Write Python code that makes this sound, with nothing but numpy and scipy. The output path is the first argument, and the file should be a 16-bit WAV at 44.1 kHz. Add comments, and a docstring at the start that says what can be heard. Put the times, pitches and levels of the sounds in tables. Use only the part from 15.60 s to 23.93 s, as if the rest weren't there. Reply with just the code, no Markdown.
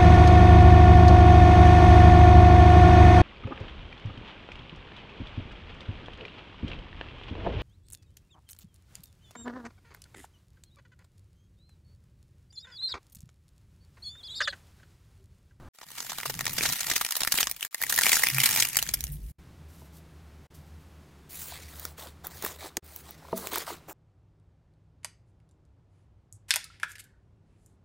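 """At a table, close to the ear: a dull rustle in a humming room, then two slimes, with brief near-silent gaps.
Thumbs crush a clay-shelled foam slime: noise grains crackle, ripping films ring their cavities, and hands rumble.
Then, in the humming room, a hand kneads aerated slime in a bowl: grains fizz and tear, air bubbles squelch,
pockets snap as short noise bursts, and the knocked bowl rings as a few fading tones."""
import sys
import numpy as np
from scipy import signal
from scipy.fft import rfft, irfft, next_fast_len
from scipy.io import wavfile
from scipy.ndimage import uniform_filter1d

SR = 44100
rng = np.random.default_rng(int(sys.argv[2]) if len(sys.argv) > 2 else 0)


def file_out(sig):
    """Save sig as 16-bit WAV at sys.argv[1]."""
    # one column per channel
    cols = np.atleast_2d(sig).T
    # limit, then scale
    lim = np.clip(cols, -1, 1)
    pcm = np.round(lim * 32767).astype(np.int16)
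    wavfile.write(sys.argv[1], SR, pcm)


N = 367353
TIME = np.arange(N) / SR
EDGE_HZ = 15950  # upper edge of the sound

# All colours are relative spectra; source levels are relative too, as trims and shaping follow.

# largest air cells bursting: (time [s], snap level [dB], sizzle level [dB], length [ms], cavity pitch [Hz],
# cavity ring level [dB])
POPS = [(0.188, -46, -60, 3.4, 1415, -47), (0.2166, -46.5, -56.1, 7.8, 1330, -36.5),
        (0.2336, -47.5, -54.1, 10.8, 1330, -38.5), (0.3175, -44, -46, 4.9, 1560, -44),
        (0.3698, -45, -56, 1.8, 1320, -50), (0.3836, -36.5, -41.5, 6.9, 1193, -37),
        (0.4051, -32.5, -40.1, 5.6, 1125, -35), (0.5003, -34, -42, 10.3, 1077, -35.3),
        (0.5199, -33, -41, 3.9, 1195, -31), (0.5861, -33, -33, 5.2, 1250, -27.5),
        (0.6026, -39, -38, 3.2, 2290, -31.6), (0.6326, -46, -41, 3.4, 2153, -23.5),
        (0.6611, -32, -33, 14.3, 1192, -22.5), (0.7013, -31.5, -33.5, 10.5, 1019, -28),
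        (0.7416, -34.5, -35, 2.6, 2210, -39), (0.7923, -31, -31.0, 2.6, 2218, -23.5),
        (0.8096, -28.5, -31, 4.2, 2188, -21.5), (0.8556, -30, -29.5, 3.7, 3360, -33),
        (0.8679, -27.5, -32.5, 5.6, 2416, -24), (0.8796, -31.5, -32, 3.1, 1070, -28),
        (0.8975, -37.7, -35, 8.1, 2300, -31), (0.9353, -43, -28, 8.4, 1010, -53),
        (0.9859, -27.5, -34, 11.3, 2166, -21), (1.009, -31, -40, 2.1, 1977, -17),
        (1.0372, -34.5, -33.5, 6.6, 1734, -30), (1.0602, -27.1, -38.5, 18, 2204, -17.5),
        (1.0912, -26.5, -31.5, 4.1, 3340, -42), (1.126, -29.5, -27.5, 8.8, 2410, -36),
        (1.2088, -28.5, -28, 8.5, 900, -47), (1.232, -25, -34.0, 1.8, 2250, -46),
        (1.2685, -29.5, -28, 2.6, 2240, -40), (1.3019, -25, -26.5, 6.9, 2412, -30),
        (1.3175, -26.5, -31.5, 12, 2297, -20), (1.3645, -24.5, -27, 8.7, 1890, -18.5),
        (1.415, -28, -26, 9.4, 1787, -19.5), (1.4495, -28, -25.5, 3.1, 2500, -23),
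        (1.4647, -29.5, -30, 3.1, 3208, -38), (1.5095, -28.5, -26.5, 4.2, 2857, -36.5),
        (1.5233, -26.5, -23, 2.9, 3120, -34), (1.5549, -28.5, -27.7, 3.0, 2993, -26.5),
        (1.5689, -27.5, -22.5, 6.4, 3200, -46), (1.6077, -27, -26, 5.9, 2980, -32),
        (1.619, -30, -30, 4.9, 1658.0, -24), (1.6348, -20, -28, 2.4, 2980, -32),
        (1.6498, -25.5, -23.4, 1.2, 1840, -30), (1.6754, -26, -25.3, 5.7, 1567, -17),
        (1.7239, -22, -19.5, 7, 2234, -25), (1.7419, -34.0, -28.5, 3.9, 1277, -24),
        (1.7783, -27.5, -24, 7.1, 2080, -29.5), (1.7868, -32.5, -21, 2.9, 2904, -14.5),
        (1.8081, -24, -21.5, 9.5, 2040, -25.5), (1.8306, -23, -31, 3.6, 2333, -15.5),
        (1.8717, -24.5, -26.5, 3.2, 3040, -26), (1.8989, -43, -28.5, 2.5, 2900, -46),
        (1.914, -28, -18.5, 1.2, 2870, -35), (1.9654, -45, -37, 4.2, 2961, -41),
        (2.0093, -37.2, -32.5, 1.3, 3010, -30), (2.0291, -30.5, -31.5, 5.7, 2963, -21.5),
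        (2.0503, -29.5, -30.5, 4.2, 1669, -32.5), (2.1465, -25.5, -27.5, 2.9, 1900, -23.5),
        (2.2038, -59, -42, 1.2, 1860, -38), (2.2173, -33.5, -25.5, 3.9, 1730, -28.5),
        (2.2256, -25.5, -25.5, 3.1, 1686, -30.5), (2.2375, -25.0, -23, 3.4, 1813, -19.5),
        (2.2997, -23.5, -26, 9.8, 1810, -37.5), (2.3266, -23.5, -23, 5.8, 1758, -21.5),
        (2.344, -26.5, -23.4, 1.6, 2800, -43.9), (2.3632, -28, -24, 5.4, 3130, -39),
        (2.3784, -20.7, -23.5, 2.7, 1840, -18), (2.389, -20.5, -21.5, 6.5, 1826, -14.5),
        (2.4119, -20.5, -26, 2.8, 2030, -22.5), (2.4355, -15, -29, 4.6, 2210, -18),
        (2.4667, -15.5, -22.5, 1.9, 2167, -8), (2.4949, -19, -25, 3.7, 1981, -19.4),
        (2.5322, -16, -24.5, 8.4, 2080, -15), (2.5575, -18.5, -29, 4, 2630, -30.5),
        (2.6374, -20.5, -19.5, 7.2, 2087, -13), (2.6705, -21, -27.5, 4.3, 2379, -14),
        (2.687, -26, -15.5, 1.9, 2840, -26.5), (2.7017, -27.5, -30, 2.3, 1900, -25.5),
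        (2.7484, -31.5, -26.5, 5.7, 2300, -30), (2.7651, -31.5, -36.5, 4.3, 2350, -31),
        (2.7841, -29.5, -19, 2.9, 2470, -15), (2.8035, -18.5, -23, 4.7, 2040, -19),
        (2.839, -18, -22.0, 10.6, 2217, -17), (2.8603, -15, -18.5, 6.3, 2130, -21),
        (2.9177, -21.5, -25, 1, 2330, -37), (2.9621, -20.5, -24, 4, 2196, -21.5),
        (3.0029, -15.5, -24, 7.6, 3210, -31), (3.0244, -12.5, -30, 1.8, 2063, -15),
        (3.0534, -21, -32, 3.2, 1980, -39), (3.0885, -28, -23, 1.6, 2770, -46),
        (3.1575, -22.5, -33, 2.3, 1880, -26), (3.17, -14.5, -15.5, 3.6, 1790, -22),
        (3.1911, -24.5, -30, 8.1, 3185, -16), (3.2271, -14.5, -18, 0.88, 3090, -38),
        (3.2665, -33, -37.5, 2.1, 1626, -38), (3.2912, -23, -39, 3.5, 2080, -28),
        (3.3411, -23.5, -18.5, 6.8, 3030, -30), (3.4079, -26.5, -29, 1.7, 2040, -42.8),
        (3.4405, -24.5, -20, 1.2, 3100, -52), (3.4692, -35, -43, 1.7, 3180, -55.3)]
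# how hard the thumbs press, one curve a squeeze: (time [s], effort level [dB])
SQUEEZES = [
    [(0.13, -67.5), (0.23, -63.5), (0.39, -47), (0.9, -49), (1.03, -33), (1.22, -42.5), (1.35, -39),
     (1.45, -43.5), (1.68, -45.5), (1.8, -34.5), (1.95, -58), (2.07, -46.5)],
    [(2.11, -60.5), (2.22, -46.5), (2.38, -36), (2.52, -28), (2.72, -39), (2.85, -33), (2.99, -29),
     (3.08, -40), (3.42, -53.5), (3.6, -69), (3.73, -64)],
]
# air sighs out as the thumbs ease off: (start time [s], length [s], peak at share of length [0-1], level [dB])
SIGHS = [(3.44, 0.078, .5, -52), (3.515, 0.025, .3, -40.5), (3.62, 0.14, 0.73, -61)]
# colour of the small cells' crackle: (frequency [Hz], level [dB per Hz])
CRACKLE_COLOUR = [(1500, -50), (3000, -2.5), (4500, 2), (7000, 1.5), (10000, 0.5), (13000, 4),
                  (16000, -3.5)]
# colour of the small cells' squish: (frequency [Hz], level [dB per Hz])
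SQUISH_COLOUR = [(100, -15), (300, -9.5), (550, -16), (900, -5), (1400, -6.5), (2000, 1), (3000, -7),
                 (4500, -28), (9000, -20)]
# high sizzle of a burst or a sigh: (frequency [Hz], level [dB per Hz])
SIZZLE_COLOUR = [(6000, -57.5), (8500, 3), (10000, 8.5), (12500, 10), (16000, 7)]
# drier, fuller crack of a burst until the clay shell has given way: (frequency [Hz], level [dB per Hz])
SHELL_COLOUR = [(100, -19), (300, -12.5), (600, -5), (950, -1), (2500, -0.5), (4500, 3.5), (7500, 2.5),
                (9500, -13), (12000, -21.5)]
# snap of a burst after that: (frequency [Hz], level [dB per Hz])
POP_COLOUR = [(100, -17), (300, -16), (600, -8), (1200, -9.5), (2500, -1), (4500, 2), (7500, 3.5),
              (9500, -7), (12000, -13.5)]
SHELL_GONE_S = 2.0


def foam_slime():
    """Large cells pop over a bed of small ones that crackle and squish with the effort of the thumbs."""
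    effort = sum(levels(rows)[0] for rows in SQUEEZES)
    small = grains(per_s=14000, spread_db=2.6, clump_db=2.8, clump_per_s=380, channels=2)
    crackle = amp(1) * colour(small, CRACKLE_COLOUR)
    squish = amp(-5.5) * colour(small, SQUISH_COLOUR)
    sighs = strokes(SIGHS)[0] * colour(small, SIZZLE_COLOUR)
    bed = effort * (crackle + squish) + sighs

    rows = list(POPS) + cells()
    shelled = [row for row in rows if row[0] < SHELL_GONE_S]
    bare = [row for row in rows if row[0] >= SHELL_GONE_S]
    cracks = bursts(shelled, SHELL_COLOUR, SIZZLE_COLOUR,
                    glide=0.099, ragged=0.207, taut_hz=2390, snap_db=2.5, sizzle_db=0, ring_db=-1)
    pops = bursts(bare, POP_COLOUR, SIZZLE_COLOUR,
                  glide=0.1004, ragged=0.1, taut_hz=1850, snap_db=-0.5, sizzle_db=0.5, ring_db=.5)
    crunch = mottle(bed + cracks + pops, depth_db=2.3, pitch_bins=4, time_frames=14)
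    return reflect(ports(crunch))


# one middling cell bursts at a random moment in each slot; level and ring follow the effort
CELLS_PER_S, CELL_MS = 40, 4.9
CELL_DB, CELL_SPREAD_DB, CELL_RING_DB = 5.5, 3, 1
CELL_SPREAD_OCT = .4
# cavities shrink during each squeeze, one row a squeeze: (pitch at its start [Hz], pitch at its end [Hz])
CELL_PITCH = [(1150, 2700), (1650, 3100)]


def cells():
    """Middling cells give way at random, louder under more effort: rows like those of POPS."""
    rows = []
    for squeeze, pitch_hz in zip(SQUEEZES, CELL_PITCH):
        s, effort_db = np.transpose(squeeze)
        slots = np.arange(s[0], s[-1] - 1 / CELLS_PER_S, 1 / CELLS_PER_S)
        chances = rng.uniform(-1, 1, size=(200, 4))
        for slot, (late, size, ring, pitch) in zip(slots, chances):
            at = slot + (1 + late) / 2 / CELLS_PER_S
            db = np.interp(at, s, effort_db) + CELL_DB + CELL_SPREAD_DB * size
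            hz = np.interp(at, s[[0, -1]], pitch_hz) * 2 ** (CELL_SPREAD_OCT * pitch)
            ring_db = db + CELL_RING_DB + CELL_SPREAD_DB * ring
            rows.append((at, db, db, CELL_MS, hz, ring_db))
    return rows


# modes of an opened cavity, its air and its soft wall: (pitch ratio [-], level [dB], fade when taut [cycles])
CAVITY = [(1, 1.5, 2.0), (.56, -11, .6)]


def bursts(rows, snap_colour, sizzle_colour, glide, ragged, taut_hz, snap_db, sizzle_db, ring_db):
    """A film rips for a few milliseconds; the opened cavity rings briefly, rising in pitch."""
    lead = .008  # seconds kept before each burst's time, for its onset
    t = np.arange(2048) / SR - lead
    snaps, sizzles, rings = np.zeros((3, 2, N))
    scatter = .16 * (t > 0) * np.exp(-abs(t) / .005)  # a weak noise tail
    for s, snap, sizzle, ms, hz, cavity in rows:
        length = max(ms, 1) / 1000
        u = np.maximum(t / (.5 * length) + 1.25, 0)
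        envelope = np.hypot((u * np.exp(1 - u)) ** 2, scatter)
        rip = envelope * rng.standard_normal((2, len(t)))
        add(snaps, s - lead, amp(snap + snap_db) * rip)
        add(sizzles, s - lead, amp(sizzle + sizzle_db) * rip)

        age = np.maximum(t + 0.31 * length, 0)
        # random jitter of the pitch makes each ring rough and less pure
        jitter = ragged * np.sqrt(SR / hz) * rng.standard_normal((2, len(t)))
        bend = 1 + glide * np.tanh(t * hz / 4) + jitter
        turns = np.cumsum(hz * bend, axis=1) / SR + rng.random((2, 1))
        for ratio, db, cycles in CAVITY:
            fade = cycles * min(hz / taut_hz, 1)  # large, slack cavities die sooner
            onset = (1 - np.exp(-age / (0.46 * length))) ** 2
            swell = onset * np.exp(-age * hz * ratio / fade)
            tone = np.sin(2 * np.pi * ratio * turns)
            add(rings, s - lead, amp(cavity + ring_db + db) * swell / swell.max() * tone)
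    return colour(snaps, snap_colour) + colour(sizzles, sizzle_colour) + rings


# reflections off the hands and the table: (delay time [ms], gain [-])
ECHOES = [(.7, -0.019), (1.9, -0.11), (4.3, 0.15), (9.2, 0.16)]


def reflect(pair):
    """Hands and table send back close echoes, as delayed copies."""
    out = pair.copy()
    for ms, gain in ECHOES:
        add(out, ms / 1000, gain * pair)
    return out


# likeness of the sound at the two microphone ports: (frequency [Hz], likeness [0-1])
LIKENESS = [(100, 0.99), (350, 0.48), (700, 0.58), (1100, 0.92), (1700, 0.98), (2300, 0.86), (3200, 0.37),
            (5000, 0.15), (6500, 0.5), (11000, 0.05), (15000, 0.8)]
PORT_LAG_S = 1.7e-5


def ports(pair):
    """Two close ports hear partly the same sound, which reaches the right one a moment later."""
    size = next_fast_len(N + 4096)
    hz = np.fft.rfftfreq(size, 1 / SR)
    left, other = rfft(pair, size)
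    same = np.clip(read(LIKENESS, hz), 0, 1)
    mixed = same * left + np.sqrt(1 - same ** 2) * other
    right = mixed * np.exp(-2j * np.pi * hz * PORT_LAG_S)
    return irfft([left, right], size)[:, :N]


# kneading strokes: (start time [s], length [s], peak at share of length [0-1], fizz level [dB],
# wet tearing level [dB], squelch level [dB])
STROKES = [(5.69, 0.21, 0.65, -38, -55, -71), (5.86, 0.22, 0.27, -55, -47, -50.5),
           (6.08, 0.23, 0.68, -47, -52, -48), (6.368, 0.12, 0.25, -48, -47, -44.5),
           (6.635, 0.038, 0.35, -42, -49.5, -40), (6.7, 0.26, 0.68, -48.5, -48, -50),
           (6.82, 0.086, 0.39, -41, -54, -40), (6.985, 0.097, 0.88, -52, -44.5, -40),
           (7.235, 0.18, 0.97, -48, -57.5, -56), (7.43, 0.12, 0.47, -61, -53.5, -56),
           (7.57, 0.2, 0.95, -66, -57, -50), (7.752, 0.27, 0.067, -41, -50, -41),
           (7.91, .11, 0.28, -52, -37.5, -34.5), (8.055, 0.091, 0.55, -48, -41.5, -33),
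           (8.275, .055, 0.31, -45, -58, -40)]
# air pockets bursting: (time [s], snap level [dB], sizzle level [dB], length [ms], cavity pitch [Hz],
# cavity ring level [dB])
SNAPS = [(6.1973, -41, -35.5, 2.1, 760, -57), (6.253, -27.5, -30.5, 2, 1270, -34),
         (6.6698, -35, -24, 0.91, 820, -59), (6.8248, -31, -33.5, 1.4, 1410, -43),
         (6.8405, -51, -42, 3.6, 456, -28), (6.8495, -36, -26, 2.5, 1884, -26),
         (6.864, -38, -35.5, 5.6, 1410, -28.5), (7.17, -23.5, -31, 1.5, 1977, -24.5),
         (7.173, -35, -48, 3.1, 352, -32.5), (7.3623, -43, -31.5, 1.6, 1160, -52),
         (7.5086, -66, -37.5, 2.5, 1140, -50), (7.7783, -32.5, -27.5, 0.79, 1390, -59),
         (7.8719, -27.5, -35, 1.6, 2395, -31), (7.9336, -47, -30, 2.5, 1057, -29.5),
         (7.9588, -36, -29.5, 2.6, 1210, -24), (7.9836, -35.5, -28.5, 3, 1290, -40)]
# resting foam whispers: (start time [s], length [s], peak at share of length [0-1], level [dB])
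WHISPERS = [(4.08, .2, .65, -59.5), (4.32, 0.073, .7, -58), (4.935, 0.057, 0.17, -58),
            (5.0, 0.45, .15, -71.5)]
# fine foam under the palm: (frequency [Hz], level [dB per Hz])
FIZZ_COLOUR = [(4000, -9), (8000, -4.5), (11000, -4.5), (13500, -4), (14800, 2.5), (15700, 0.5),
               (16400, -9)]
# tearing strands: (frequency [Hz], level [dB per Hz])
TEAR_COLOUR = [(900, -9.5), (2000, 1), (2800, -4), (4000, 0), (5500, -4.5), (7500, -5), (11000, -8.5)]
# grains in the squelch: (frequency [Hz], level [dB per Hz])
SQUELCH_COLOUR = [(120, -51), (280, -5), (430, -4), (750, 3.5), (1200, 1.5), (1700, -11), (3000, -42)]
# body of a snap: (frequency [Hz], level [dB per Hz])
SNAP_COLOUR = [(150, -31), (400, 2.5), (1500, -10), (2800, -7), (4200, -3.5), (6500, 4), (9000, -0.5),
               (12000, -23)]
# high sizzle of a snap: (frequency [Hz], level [dB per Hz])
SPIT_COLOUR = [(6000, -53), (9000, -20), (11000, 10), (13000, 10.5), (15500, 13.5)]


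def bowl_slime():
    """Fine foam fizzes under the palm, strands tear, trapped air squelches and snaps."""
    fizz_gain, tear_gain, squelch_gain = strokes(STROKES)
    foam = grains(per_s=9000, spread_db=3.2, clump_db=1.8, clump_per_s=250)
    fizz = amp(-2.0) * fizz_gain * colour(foam, FIZZ_COLOUR)
    strands = grains(per_s=5000, spread_db=3.2, clump_db=1.8, clump_per_s=250)
    tear = amp(1.0) * tear_gain * colour(strands, TEAR_COLOUR)
    blobs = grains(per_s=1200, spread_db=3.5, clump_db=5, clump_per_s=160)
    squelch = amp(-6.0) * colour(blobs, SQUELCH_COLOUR)
    squelch += amp(-5.5) * bubbles(per_s=300, low_hz=323.5, high_hz=1507, cycles=1.2, glide=0.17)
    kneading = fizz + tear + amp(-1.5) * squelch_gain * squelch
    wet = mottle(kneading, depth_db=2.4, pitch_bins=4, time_frames=28)

    snaps = bursts(SNAPS, SNAP_COLOUR, SPIT_COLOUR,
                   glide=0.04, ragged=0.19, taut_hz=394, snap_db=1.5, sizzle_db=3.0, ring_db=-0.5)[0]
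    still_foam = grains(per_s=3600, spread_db=0.5, clump_db=2.0, clump_per_s=42)
    resting = amp(-1) * strokes(WHISPERS)[0] * colour(still_foam, CRACKLE_COLOUR)
    return wet + snaps + resting


def bubbles(per_s, low_hz, high_hz, cycles, glide, count=24):
    """Small air bubbles of many sizes, each a short ring that rises in pitch."""
    t, out = np.arange(2048) / SR, np.zeros(N)
    for hz in np.geomspace(low_hz, high_hz, count):
        age = t * hz / cycles
        rising_hz = hz * (1 + glide * np.tanh(age / 3))
        ring = age * np.exp(-age) * np.sin(2 * np.pi * np.cumsum(rising_hz) / SR)
        births = (rng.random(N) < per_s / count / SR) * rng.uniform(0.33, 1, N)
        out += signal.oaconvolve(births, ring)[:N]
    return unit(out)


# the hands shift their grip: (start time [s], length [s], peak at share of length [0-1],
# deep thrum level [dB], rubbing level [dB])
GRIPS = [(.25, 0.62, 0.51, -76, -55), (.66, 0.48, 0.88, -75, -40), (1.2, 0.23, 0.36, -53.5, -50.5),
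         (1.56, 0.42, 0.8, -55, -60), (2.2, 0.55, 0.63, -55.5, -52), (2.66, .48, .6, -59, -43.5),
         (3.16, 0.22, 0.76, -45, -46), (3.36, 0.42, 0.32, -35, -44.5)]
# a thumb judders over the slime: (start time [s], length [s], peak at share of length [0-1], level [dB],
# pitch [Hz])
JUDDERS = [(2.718, 0.1, 0.48, -28.5, 133.3), (3.48, 0.078, 0.48, -36.5, 146.2)]
# deep thrum of the grip: (frequency [Hz], level [dB per Hz])
THRUM_COLOUR = [(20, -14.5), (32, -20), (45, 11), (70, 4.5), (100, -3), (160, -14), (400, -43.5)]
# rubbing hands: (frequency [Hz], level [dB per Hz])
HAND_COLOUR = [(50, -12), (95, -6.5), (135, 0.5), (200, -8.5), (320, -16.5), (700, -32), (2000, -70.5)]


def hands():
    """The grip rumbles as dull noise; a thumb that sticks and slips hums as a short steady tone."""
    thrum_gain, rub_gain = strokes(GRIPS)
    thrum = amp(-3) * thrum_gain * colour(rng.standard_normal(N), THRUM_COLOUR)
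    rub = amp(-3.0) * rub_gain * colour(rng.standard_normal((2, N)), HAND_COLOUR)
    judder = sum(strokes([stroke])[0] * np.sin(2 * np.pi * hz * TIME) for *stroke, hz in JUDDERS)
    return thrum + ports(rub) + judder


# bumps against the bowl: (time [s], level [dB])
KNOCKS = [(4.218, -49), (7.7286, -21)]
# tones of the knocked bowl: (pitch [Hz], level [dB], time to fade by 60 dB [s])
BOWL = [(189, -13.5, 0.34), (236, -12, 0.23), (386, -8.5, 0.11), (454, 4.5, 0.033), (650, -3, 0.1),
        (915, 11, 0.013), (1210, -10, 0.036), (1900, -14, .014), (2800, -15, .012)]


def knock():
    """The hands bump the bowl; the slime damps its modes quickly."""
    t, out = np.arange(SR // 4) / SR, np.zeros(N)
    ring = sum(amp(db - 60 * t / t60) * np.sin(2 * np.pi * hz * t) for hz, db, t60 in BOWL)
    soft_onset = 1 - np.exp(-t / 0.0016)
    for s, db in KNOCKS:
        add(out, s, amp(db) * ring * soft_onset)
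    return out


# dull rustle: (frequency [Hz], level [dB per Hz])
RUSTLE_COLOUR = [(90, 3.5), (180, 4), (400, -10), (1000, -8.5), (1600, -16), (4000, -61)]
RUSTLE_DB = -48.5


def rustle():
    """A brief dull rustle of filtered noise that ends at the first gap."""
    before = TIME < GAPS[0][0]
    return amp(RUSTLE_DB) * before * colour(rng.standard_normal(N), RUSTLE_COLOUR)


# low room hum: (frequency [Hz], level [dB per Hz])
HUM_COLOUR = [(20, -16), (45, -21), (64, -8.5), (76, 7), (92, -8.5), (120, -12.5), (155, -4), (200, -14),
              (330, -20), (900, -100)]
# faint room air: (frequency [Hz], level [dB per Hz])
AIR_COLOUR = [(150, -38), (250, -7), (378, -2.5), (458, -7), (516, -8), (852, -10), (1360, -12.5),
              (15500, -31)]
AIR_DB, HUM_DB = -60.5, -53
HUM_WAVER_DB, HUM_WAVERS_PER_S = -1.5, 2.8


def room():
    """Low noise with a wavering level hums under faint air, absent while the foam slime is crushed."""
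    waver_db = HUM_WAVER_DB * wander(HUM_WAVERS_PER_S)
    hum = amp(HUM_DB + waver_db) * colour(rng.standard_normal(N), HUM_COLOUR)
    air = amp(AIR_DB) * colour(rng.standard_normal(N), AIR_COLOUR)
    present = (TIME < GAPS[0][0]) | (TIME > GAPS[1][0])
    return present * (hum + air)


def grains(per_s, spread_db, clump_db, clump_per_s, channels=1):
    """Tiny ruptures at random moments, of uneven size, that swell and thin in clumps."""
    shape = (channels, N)
    size = amp(spread_db * np.minimum(rng.exponential(1, shape), 4))
    happens = rng.random(shape) < per_s / SR
    clicks = size * rng.choice([-1., 1.], shape) * happens
    return unit(clicks * amp(clump_db * np.clip(wander(clump_per_s), -2, 2)))


def mottle(x, depth_db, pitch_bins, time_frames):
    """Random smooth gains over pitch and time mottle the sound, so its colour varies from moment to moment."""
    z = signal.stft(x, nperseg=256, noverlap=192)[2]
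    patches = rng.standard_normal(z.shape[-2:])
    patches = uniform_filter1d(patches, size=pitch_bins, axis=0)
    patches = uniform_filter1d(patches, size=time_frames, axis=1)
    gains = unit(amp(depth_db * unit(patches)))
    return signal.istft(z * gains, nperseg=256, noverlap=192)[1][..., :N]


ATTACK_S, SWELL_DB, RELEASE_S = 0.012, 7.5, 0.021


def strokes(rows):
    """One gain curve for each dB column: every stroke sets in, swells to its peak, eases and lets go."""
    gains = 0
    for start, length, peak, *db in rows:
        age = TIME - start
        shares = [0, np.clip(peak, .01, .99), 1]
        swell = amp(np.interp(age / length, shares, [-SWELL_DB, 0, -SWELL_DB]))
        attack = np.clip(age / ATTACK_S, 0, 1)
        release = np.exp(-np.clip((age - length) / RELEASE_S, 0, 20))
        gains = gains + np.outer(amp(db), swell * attack * release)
    return gains


def levels(rows):
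    """One gain curve for each dB column, practically silent outside the rows."""
    s, *columns = np.transpose(rows)
    return [amp(np.interp(TIME, s, c, left=-140, right=-140)) for c in columns]


def colour(x, spectrum):
    """Filters by a spectrum, keeping the power of white noise."""
    size = next_fast_len(N + 4096)
    hz = np.fft.rfftfreq(size, 1 / SR)
    gain = unit(amp(read(spectrum, hz)) * (hz < EDGE_HZ + 500))
    return irfft(rfft(x, size) * gain, size)[..., :N]


def read(points, hz):
    """Reads a table of (Hz, value) on a log-frequency axis."""
    f, value = np.transpose(points)
    return np.interp(np.log(hz + 1), np.log(f + 1), value)


def wander(per_s):
    """A random curve of rms 1: straight lines between per_s random points a second."""
    return unit(np.interp(TIME * per_s, np.arange(N), rng.standard_normal(N)))


def add(mix, s, sound):
    """Mixes a sound in at time s."""
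    part = mix[..., max(round(s * SR), 0):][..., :sound.shape[-1]]
    part += sound[..., :part.shape[-1]]


def amp(db):
    """Turns decibels into a gain."""
    return 10 ** (np.asarray(db) / 20)


def unit(x):
    """Scales to rms 1."""
    return x / np.sqrt(np.mean(x ** 2) + 1e-20)


def scene():
    """All sources together, from the slimes to the room."""
    return foam_slime() + bowl_slime() + hands() + knock() + rustle() + room()


# near-silent gaps: (start time [s], end time [s])
GAPS = [(.087, .138), (3.718, 3.786), (4.868, 4.905), (7.195, 7.226)]
CEILING = .45  # the level that rounded peaks approach


def record(dry):
    """The tallest peaks are rounded off and the sound drops out at each gap; then the band limit."""
    limited = dry / (1 + (dry / CEILING) ** 4) ** .25
    live = np.ones(N)
    for start, end in GAPS:
        live[(TIME > start) & (TIME < end)] = amp(-34)
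    faded = limited * uniform_filter1d(live, size=300)  # short fades at the edges
    low_pass = signal.firwin(401, EDGE_HZ, window=("kaiser", 8), fs=SR)
    return signal.oaconvolve(faded, low_pass[None], "same")


dry = scene()
out = record(dry)
file_out(out)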